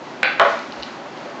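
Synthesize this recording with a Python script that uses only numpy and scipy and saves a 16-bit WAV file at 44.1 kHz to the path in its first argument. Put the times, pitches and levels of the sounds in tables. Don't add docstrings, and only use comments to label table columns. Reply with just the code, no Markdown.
import sys
import numpy as np
from scipy import signal
from scipy.fft import rfft, irfft
from scipy.io import wavfile
from scipy.ndimage import uniform_filter1d

SR = 44100
rng = np.random.default_rng(int(sys.argv[2]) if len(sys.argv) > 2 else 0)


def wrap_up_sound(samples):
    columns = np.atleast_2d(samples).T
    tamed = np.clip(columns, -1, 1)
    steps = np.round(tamed * 32767).astype(np.int16)
    wavfile.write(sys.argv[1], SR, steps)


N = 61739

# frequency in Hz, relative level in dB.
NOISE_SPECTRUM = [(15, -59.5), (25, -24.5), (100, -19), (160, -6.5), (194, -8.5), (236, -1), (384, -3),
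                  (444, -9.5), (540, -5), (818, -6), (924, -7.5), (3450, -24), (4400, -25.5), (6820, -33.5),
                  (8500, -51), (11000, -101), (18700, -120)]
# time in seconds, boost in dB.
HISS_BOOST = [(0, -0.5), (0.07, 2.5), (0.21, 1.5), (0.27, 5), (0.38, 2), (0.5, 11.5), (0.68, 4),
              (0.88, 5.5), (1.0, 2.5), (1.13, 2), (1.19, 4), (1.4, 2.5)]
# start in seconds, level in dB.
FLOOR_HITS = [(0.2303, 0.5)]
# pitch in Hz, level in dB, seconds to fade by 60 dB.
PIN_TONES = [(525, -18.5, 0.05), (821, -25, 0.14), (1130, -28.5, 0.027), (1509, -8, 0.033),
             (1570, -41, 0.0081), (1815, -33.5, 0.044), (2126, -19.5, 0.062), (2275, -11, 0.047),
             (2442, -16, 0.056), (2682, -11, 0.029), (3450, -28, 0.09), (4036, -18, 0.027),
             (4500, -17, 0.01)]
# start in seconds, level in dB, treble limit in Hz.
BOARD_HITS = [(0.3964, 3, 3600), (0.3994, -3.5, 4500), (0.4094, 5, 907), (0.4145, 0, 2600),
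              (0.4497, -3, 1800), (0.464, -7, 1665), (1.2585, -10.5, 525), (1.3540, -11, 170)]
# pitch in Hz, level in dB, seconds to fade by 60 dB.
BOARD_TONES = [(370, -22, 0.028), (509, -25, 0.076), (575.4, -16.5, 0.18), (659.7, -23.5, 0.15),
               (683, -19, 0.18), (812, -24.5, 0.1), (1027, -22, 0.12), (1093.7, -9.5, 0.091),
               (1322, -23, 0.12), (1421, -12.5, 0.056), (1491.6, -19, 0.097), (1925, -12, 0.033),
               (2096, -26, 0.06), (2490, -20, 0.059), (2978, -20.5, 0.031), (3220, -13.5, 0.019),
               (3660, -8, 0.0034)]
# time in seconds, level in dB.
ROLL_LEVELS = [(0.5, -85.5), (0.8, -38.5), (0.95, -66), (1.06, -37), (1.13, -52.5), (1.22, -47),
               (1.29, -41), (1.4, -40)]
# start in seconds, level in dB, treble limit in Hz.
TICK_HITS = [(0.5917, -11, 8000), (0.7225, -7, 5000), (0.801, -13.5, 5000), (0.8254, -4.5, 4970),
             (0.8322, 0.5, 4900), (1.1740, -17, 5000)]
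# pitch in Hz, level in dB, seconds to fade by 60 dB.
TICK_TONES = [(2940, -17.5, 0.0099), (3850, -17.5, 0.0012), (4210, -10.5, 0.0028), (6300, -35, .003)]
# frequency in Hz, seconds to fade by 60 dB.
ROOM_FADE = [(200, 0.4), (700, 0.44), (1500, 0.45), (2500, 0.58), (4200, 0.37), (7000, 0.38)]

# lowest Hz, highest Hz, gain in dB.
PIN_CRACK, BOARD_CRACK, TICK_CRACK = (1100, 2630, 22.3), (555, 1680, 27.2), (3190, 5000, 2.9)
FLOOR_REVERB_DB, BOARD_REVERB_DB, TICK_REVERB_DB = 2.5, -1.5, -8


def from_db(db):
    return 10 ** (np.asarray(db) / 20)


def in_time(rows):
    return np.interp(np.arange(N) / SR, *np.transpose(rows))


def at_hz(rows, hz):
    row_hz, value = np.transpose(rows)
    return np.interp(np.log(np.maximum(hz, 1)), np.log(row_hz), value)


def filtered(x, hz, kind, order=2):
    sections = signal.butter(order, hz, kind, fs=SR, output="sos")
    return signal.sosfilt(sections, x + 1e-18)


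def click(start_s, db):
    push = np.zeros(N)
    push[int(start_s * SR)] = from_db(db)
    return push


def smeared(force, centre_hz=2000, width_hz=1700):
    decay = np.exp(-np.pi * width_hz / SR)
    feedback = [1, -2 * decay * np.cos(2 * np.pi * centre_hz / SR), decay ** 2]
    for _ in range(2):
        force = signal.lfilter(feedback[::-1], feedback, force + 1e-18)
    return force


def struck(force, tones, crack):
    low_hz, high_hz, crack_db = crack
    sound = from_db(crack_db) * filtered(force, [low_hz, high_hz], "band")
    for k, (hz, db, fade_s) in enumerate(tones):
        decay = np.exp(-np.log(1000) / (fade_s * SR))
        angle = 2 * np.pi * hz / SR
        ring = signal.lfilter([0, np.sin(angle)], [1, -2 * decay * np.cos(angle), decay ** 2], force + 1e-18)
        sound += (-1) ** k * from_db(db) * ring
    return sound


def in_room(sound, reverb_db, gap_s=0.0054, build_s=0.0042, even_width_hz=45):
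    t, hz = np.arange(N) / SR, np.arange(N // 2 + 1) * SR / N
    white = rfft(rng.standard_normal(N))
    edges_hz = np.r_[0, np.geomspace(250, 8000, 8), SR / 2]
    tail = np.zeros(N)
    for low, high in zip(edges_hz, edges_hz[1:]):
        band = irfft(white * (hz >= low) * (hz < high), N)
        tail += band * np.exp(-np.log(1000) * t / at_hz(ROOM_FADE, (low + high) / 2))
    onset = np.clip((t - gap_s) / build_s, 0, 1)
    spectrum = rfft(tail * onset)
    nearby_power = uniform_filter1d(np.abs(spectrum) ** 2, int(even_width_hz * N / SR))
    even_tail = irfft(spectrum / np.sqrt(nearby_power), N) * onset
    return sound + from_db(reverb_db) * signal.fftconvolve(sound, even_tail[:N // 2])[:N]


def room_noise(base_db=-34.5, hiss_from_hz=1140):
    hz = np.arange(N // 2 + 1) * SR / N
    spectrum = rfft(rng.standard_normal(N)) * from_db(at_hz(NOISE_SPECTRUM, hz))
    rush = irfft(spectrum, N)
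    hiss = irfft(spectrum * hz ** 4 / (hz ** 4 + hiss_from_hz ** 4), N)
    extra_hiss = hiss * (from_db(in_time(HISS_BOOST)) - 1)
    return from_db(base_db) * (rush + extra_hiss) / rush.std()


def pin_on_floor(top_hz=4670):
    blows = sum(click(start_s, db) for start_s, db in FLOOR_HITS)
    force = smeared(filtered(blows, top_hz, "low", order=10))
    force = filtered(force, hz=250, kind="high")
    return in_room(struck(force, PIN_TONES, PIN_CRACK), FLOOR_REVERB_DB)


def pin_on_board(top_hz=5200):
    blows = sum(filtered(click(start_s, db), hz, "low") for start_s, db, hz in BOARD_HITS)
    force = smeared(filtered(blows, top_hz, "low", order=4))
    force = filtered(force, hz=200, kind="high")
    return in_room(struck(force, BOARD_TONES, BOARD_CRACK), BOARD_REVERB_DB)


def rolling(contacts_per_s=820, top_hz=704):
    contacts = (rng.random(N) < contacts_per_s / SR) * rng.standard_normal(N)
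    force = filtered(contacts, top_hz, "low")
    force = filtered(force, hz=180, kind="high")
    rumble = in_room(struck(force, BOARD_TONES, BOARD_CRACK), BOARD_REVERB_DB)
    return rumble / rumble.std() * from_db(in_time(ROLL_LEVELS))


def ticks(echo_s=0.0047, echo_db=-14.5):
    force = np.zeros(N)
    for start_s, db, top_hz in TICK_HITS:
        snap_and_echo = click(start_s, db) + click(start_s + echo_s, db + echo_db)
        force += filtered(snap_and_echo, top_hz, "low", order=6)
    force = filtered(force, hz=2500, kind="high", order=4)
    return in_room(struck(force, TICK_TONES, TICK_CRACK), TICK_REVERB_DB)


def thud(middle_s=0.805, width_s=0.028, pitch_hz=62, db=-41):
    t = np.arange(N) / SR - middle_s
    swell = np.exp(-(t / width_s) ** 2)
    return from_db(db) * swell * np.sin(2 * np.pi * pitch_hz * t)


def scene():
    pin_sounds = pin_on_floor() + pin_on_board() + rolling() + ticks() + thud()
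    return (pin_sounds + room_noise())[None]


def record(dry):
    ceiling, hardness, bottom_hz, top_hz = 0.69, 6, 70, 8900
    flattened = dry / (1.5 + np.abs(dry / ceiling) ** hardness) ** (1 / hardness)
    treble_cut = signal.cheby2(14, 60, top_hz, fs=SR, output="sos")
    return signal.sosfilt(treble_cut, filtered(flattened, bottom_hz, "high"))


dry = scene()
out = record(dry)
wrap_up_sound(out)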